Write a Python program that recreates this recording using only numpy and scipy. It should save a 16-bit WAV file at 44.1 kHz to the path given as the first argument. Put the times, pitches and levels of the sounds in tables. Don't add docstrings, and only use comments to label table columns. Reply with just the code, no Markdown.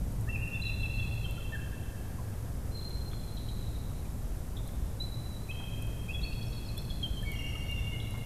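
import sys
import numpy as np
from scipy import signal
from scipy.fft import rfft, irfft, next_fast_len
from scipy.io import wavfile
from scipy.ndimage import map_coordinates

SR = 44100
rng = np.random.default_rng(int(sys.argv[2]) if len(sys.argv) > 2 else 0)


def master(y):
    cut = np.clip(np.atleast_2d(y).T, -1, 1)
    pcm = np.round(cut * 32767)
    wavfile.write(sys.argv[1], SR, pcm.astype(np.int16))


def ratio(d):
    e = np.asarray(d, float) / 20
    return 10 ** e


N = 363825


def unit(x):
    return x / np.sqrt(np.mean(x ** 2) + 1e-20)


def with_energy(x, energy):
    return x * energy / np.linalg.norm(x)


def curve(rows):
    s, values = np.transpose(rows)
    return np.interp(np.arange(N) / SR, s, values)


def wobble(rate):
    points = rng.standard_normal(int(N * rate / SR) + 4)
    return map_coordinates(points, [np.arange(N) * rate / SR])


def coloured(x, spectrum):
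    size = next_fast_len(N + 8192)
    hz, db = np.transpose(spectrum)
    grid = np.log(np.fft.rfftfreq(size, 1 / SR) + 1)
    gain = ratio(np.interp(grid, np.log(hz + 1), db))
    return irfft(rfft(x, size) * gain, size)[:N]


def noise(spectrum):
    return unit(coloured(rng.standard_normal(N), spectrum))


def gusts():
    # t/s, level/dB
    wind = [(0, 4), (.2, 1.5), (1.8, -0.2), (2.9, 0.7), (3.3, -0.9), (4.6, 1.1), (5.4, -1), (6.15, 1),
            (6.5, -1), (7.3, 1.2), (8.25, -1.5)]
    return curve(wind)


def wind_rumble(gust_db):
    # f/Hz, level/dB
    rumble = [(5.9, -27), (10, -7.5), (49, 2.5), (86, -2.5), (112, -3.5), (163, -10), (300, -23.5),
              (600, -120)]
    return ratio(-37 + gust_db + 1.17 * wobble(6)) * noise(rumble)


def far_motor():
    # t/s, level/dB
    motor = [(0, -63), (.16, -38), (1.06, -36.5), (1.65, -40.5), (1.81, -44.5), (2.5, -39.5), (2.9, -55),
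             (3.63, -38), (4.62, -60), (5.01, -41), (5.33, -50), (5.77, -39), (6.27, -48), (6.48, -37.5),
             (6.6, -42.5), (7.75, -43.5), (7.93, -35), (8.25, -46)]
    phase = 2 * np.pi * np.cumsum(111 + 3.45 * wobble(14)) / SR
    return ratio(curve(motor) + 0.45 * wobble(15)) * np.sin(phase)


def treetop_rush(gust_db):
    # f/Hz, level/dB
    rush = [(120, -9), (200, -2.5), (322, -5), (626, -10), (2280, -27), (4000, -33.5), (5200, -91),
            (8800, -120)]
    return ratio(-49.5 + 0.053 * gust_db + 0.053 * wobble(2.6)) * noise(rush)


def cracks(events, colour, t60):
    out = np.zeros(N + SR)
    t = np.arange(SR // 20) / SR
    bursts = rng.standard_normal((len(events), len(t)))
    for (s, db), burst in zip(events, bursts):
        out[round(s * SR):][:len(t)] += ratio(db - 60 * t / t60) * burst
    return coloured(out[:N], colour)


def twig_ticks():
    # t/s, peak level/dB
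    ticks = [(0.1226, -34), (0.211, -30), (0.4783, -33), (1.3101, -29), (2.8943, -34), (4.6773, -29),
             (5.824, -27), (5.8701, -30.5), (6.7785, -26.5), (6.8199, -34), (6.8516, -32), (7.2265, -32.5),
             (7.3178, -24.5), (7.342, -34), (7.423, -36), (7.7134, -32.5), (8.1088, -28.5), (8.178, -37)]
    # f/Hz, level/dB
    twig = [(1000, -45), (5000, -26), (7200, -9.5), (9000, -6.5), (13500, -4), (14500, -21), (16000, -20)]
    return cracks(ticks, twig, t60=0.0062)


def birds(notes, bend, overtone_db, branches_db):
    t = np.arange(3 * SR // 2) / SR
    out = np.zeros(N + 3 * SR)
    scatters = rng.standard_normal((len(notes), len(t)))
    clumps = rng.standard_normal((len(notes), 20))
    quavers = rng.standard_normal((len(notes), 2, 12))
    branches = with_energy(ratio(-60 * t[:SR // 10] / .08), ratio(branches_db))
    for note, scatter, clump, quaver in zip(notes, scatters, clumps, quavers):
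        s, length, from_hz, to_hz, db, echo_db = note
        u = np.arange(round(length * SR)) / (length * SR)

        beats = 85 * length * u
        waver, flutter = (map_coordinates(knots, [beats]) for knots in quaver)
        pitch = (from_hz + (to_hz - from_hz) * u ** bend) * (1 + .005 * waver)
        phase = 2 * np.pi * np.cumsum(pitch) / SR
        breath = ratio(2.0 * flutter) * np.sin(np.pi * u ** .8) ** .9
        tone = breath * np.sin(phase)
        overtone = breath * ratio(overtone_db) * np.sin(2 * phase)

        near = signal.fftconvolve(tone + overtone, branches * scatter[-len(branches):])
        near[:len(u)] += tone + overtone

        t60 = 2.83 * (2700 / from_hz) ** 0.83
        stands_db = 0.32 * np.interp(t, np.linspace(0, t[-1], len(clump)), clump)
        forest = ratio(stands_db - 60 * t / t60) * (1 - np.exp(-t / 0.0026))
        far = signal.fftconvolve(tone + 0.59 * overtone, scatter * forest)

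        energy = ratio(db - 1.1) * np.sqrt(len(u))
        out[round(s * SR):][:len(near)] += with_energy(near, energy)
        out[round(s * SR):][:len(far)] += with_energy(far, energy * ratio(echo_db - 0.8))
    return out[:N]


def slid(rows, percent=0, climb_hz=0):
    return [(s, length, hz, hz * (1 + percent / 100) + climb_hz, db, echo_db)
            for s, length, hz, db, echo_db in rows]


def sliding_notes():
    # t/s, length/s, start f/Hz, level/dB, echo/dB
    swoops = [(.272, 0.026, 1660, -48, -1), (.525, 0.037, 3320, -54.5, 2), (.66, .03, 3400, -59.5, 10),
              (.93, .013, 4050, -64, 18), (.985, 0.034, 3270, -52.5, 6.5), (5.487, 0.037, 2414, -44, 1),
              (6.228, .03, 4200, -43, -0.5), (6.084, 0.0374, 2428, -41, 0), (6.215, 0.0073, 3670, -49.5, 1),
              (6.645, 0.045, 4220, -55, 1), (6.78, 0.022, 4090, -49.5, 3.5)]
    lifts = [(.275, .025, 1214, -55.5, -9), (6.897, 0.016, 4900, -62, -10), (.82, 0.034, 3330, -56, 3),
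             (2.715, 0.036, 4040, -60, -16), (4.999, 0.035, 3886, -38.5, -3), (5.565, 0.034, 3140, -49, 8),
             (6.25, 0.014, 2550, -43, -7), (6.31, .032, 2634, -51, -6), (6.765, 0.031, 3360, -46.5, -8)]
    peeps = [(1.375, 0.016, 1398, -52, -4), (2.745, 0.024, 4190, -48.5, 5), (5.115, 0.052, 3910, -53, -11),
             (5.3, 0.106, 3950, -58, -20), (6.085, .026, 4680, -65, 1), (6.465, .013, 5440, -56, 0),
             (6.685, 0.022, 4180, -52, 0), (7.228, 0.016, 1770, -51.5, 0), (7.548, 0.017, 1283, -53, -10)]
    dips = [(1.26, 0.017, 1456, -58, -17), (2.772, 0.0074, 4190, -44.5, 6), (3.26, 0.056, 4130, -58.5, -10),
            (3.915, 0.0069, 1245, -53, -10), (4.05, .012, 2500, -60, -17), (5.04, 0.062, 4050, -56, -14),
            (5.51, 0.0081, 3220, -45, 5), (6.562, .037, 4400, -52, -13), (6.655, 0.033, 5200, -62, -8),
            (6.78, .015, 5460, -56, -3), (6.901, 0.014, 3460, -44, -1.5), (7.027, 0.037, 3272, -34.5, -6),
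            (7.305, 0.031, 2930, -62, 18), (7.64, 0.014, 3690, -69, 18)]
    dives = [
        (1.548, 0.017, 1752, -44, 2.5),
        (2.183, 0.019, 1100, -50.5, -19.5),
        (7.77, 0.0288, 3640, -59, 7),
    ]
    slides = slid(swoops, climb_hz=333)
    slides += slid(lifts, 5.1) + slid(peeps, -0.7) + slid(dips, -5) + slid(dives, -12.5)
    return birds(slides, bend=1.1, overtone_db=-36, branches_db=-5)


def phrase(rows, percent):
    notes = []
    for k, row in enumerate(rows):
        slip = percent + (-15 - percent) * .65 ** k
        notes += slid([row], slip)
    return notes


def held_whistles():
    # t/s, length/s, held f/Hz, level/dB, echo/dB
    lead_ins = [
        (.288, 0.032, 2693, -42, -15),
        (.614, 0.0216, 4020, -44.5, 7),
    ]
    low_song = [(.322, .045, 2710, -39.5, 1), (.408, 0.074, 2748, -46, 4.5), (.527, 0.049, 2734, -39.5, 5),
                (.662, 0.048, 2707, -39.5, -7), (.826, 0.0434, 2686, -38.5, -1),
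                (.977, 0.093, 2690, -44.5, -0.5)]
    high_song = [(.648, 0.035, 3983, -42, -4), (2.82, 0.057, 4184, -51, 3.5),
                 (2.895, 0.05, 4190, -56.5, -3), (6.128, 0.058, 3360, -44.5, -1.5),
                 (6.405, 0.026, 3346, -52, 2), (7.166, 0.03, 3146, -44.5, -2)]
    late_song = [(1.24, .025, 3174, -43.5, -1), (1.355, 0.048, 3130, -56, 0),
                 (1.521, 0.036, 1780, -42, -6.5), (3.13, 0.035, 4214, -54, 2.5),
                 (7.66, 0.089, 2810, -48.5, 6.5), (7.755, 0.047, 2807, -44, -5),
                 (7.85, 0.059, 2800, -49, -1.5), (7.92, 0.057, 2890, -48, -1.5),
                 (7.915, 0.047, 2165, -48.5, 3), (8.0, 0.04, 3950, -58, 3.5)]
    held = phrase(low_song, -8) + slid(lead_ins, 4) + slid(high_song, -1.6) + slid(late_song, -5.2)
    return birds(held, bend=4.0, overtone_db=-32, branches_db=-5)


def plunged(rows, length, foot_hz):
    return [(s, length, hz, foot_hz, db, echo_db) for s, hz, db, echo_db in rows]


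def dry_chips():
    # t/s, top f/Hz, level/dB, echo/dB
    low_chips = [(2.812, 3600, -55, -4), (2.906, 3770, -58, -8), (3.008, 3700, -59, -6),
                 (3.114, 3740, -53, -2), (3.132, 3650, -52, 3), (3.375, 3350, -54, -8),
                 (3.485, 3240, -52, -2), (4.567, 3930, -47, -14), (4.573, 4040, -48, 0),
                 (4.587, 3970, -53, -7), (4.655, 4100, -57, 0), (4.683, 3600, -57, -7),
                 (6.327, 5300, -50, -6), (6.427, 5730, -51, -6), (6.53, 5020, -49, 3),
                 (8.0, 3770, -42.5, -1)]
    high_chips = [(3.368, 4190, -46.5, 6.5), (3.487, 4160, -47.5, 6), (3.625, 3980, -54, 5),
                  (3.755, 3930, -54, 3), (4.67, 4270, -54.5, -5), (6.906, 4370, -52, 9),
                  (7.716, 4205, -55, -4)]
    chips = plunged(low_chips, length=.0053, foot_hz=3170) + plunged(high_chips, length=.0058, foot_hz=3730)
    return birds(chips, bend=.9, overtone_db=-36, branches_db=-2)


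def nest_knocks():
    # t/s, peak level/dB
    snaps = [
        (3.133, -55.5),
        (4.69, -62),
    ]
    # f/Hz, level/dB
    knock = [(400, -20), (1200, 19), (2500, 21), (4500, -14), (8000, -30)]
    return cracks(snaps, knock, t60=0.027)


def lining_shifts():
    # t/s, peak level/dB
    thuds = [
        (5.6, -49),
        (8.14, -48),
    ]
    # f/Hz, level/dB
    lining = [(300, -20), (800, 16), (1400, 7.5), (2000, 2), (3000, -30)]
    return cracks(thuds, lining, t60=0.24)


def reedy_whistler():
    # t/s, length/s, held f/Hz, level/dB, echo/dB
    reedy = [
        (7.246, .1, 2247, -46.5, 4.5),
        (7.33, 0.028, 2900, -54, -4),
        (7.365, 0.0326, 2810, -47.5, 12.5),
        (7.452, 0.06, 2857, -52, 9),
        (7.55, 0.058, 2817, -48.5, 2.5),
    ]
    return birds(phrase(reedy, -4.5), bend=4.0, overtone_db=-14, branches_db=-4)


def scene():
    gust_db = gusts()
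    air = wind_rumble(gust_db) + far_motor() + treetop_rush(gust_db)
    wood = twig_ticks() + nest_knocks() + lining_shifts()
    song = sliding_notes() + held_whistles() + dry_chips() + reedy_whistler()
    return (air + wood + song)[None]


def low_pass(x):
    return signal.sosfilt(signal.butter(12, 16000, fs=SR, output="sos"), x)


def record(dry):
    # f/Hz, level/dB
    hiss = [(1500, -2), (3000, -5.5), (5000, -2.5), (8000, -1), (12000, 0), (13700, -1.5), (14000, -17),
            (15700, -18)]
    picked = dry[0] + ratio(-57) * noise(hiss)
    limited = coloured(picked, [(15620, 0), (15660, -80)])
    mix = (limited - .0054)[None]
    return low_pass(mix)


dry = scene()
out = record(dry)
master(out)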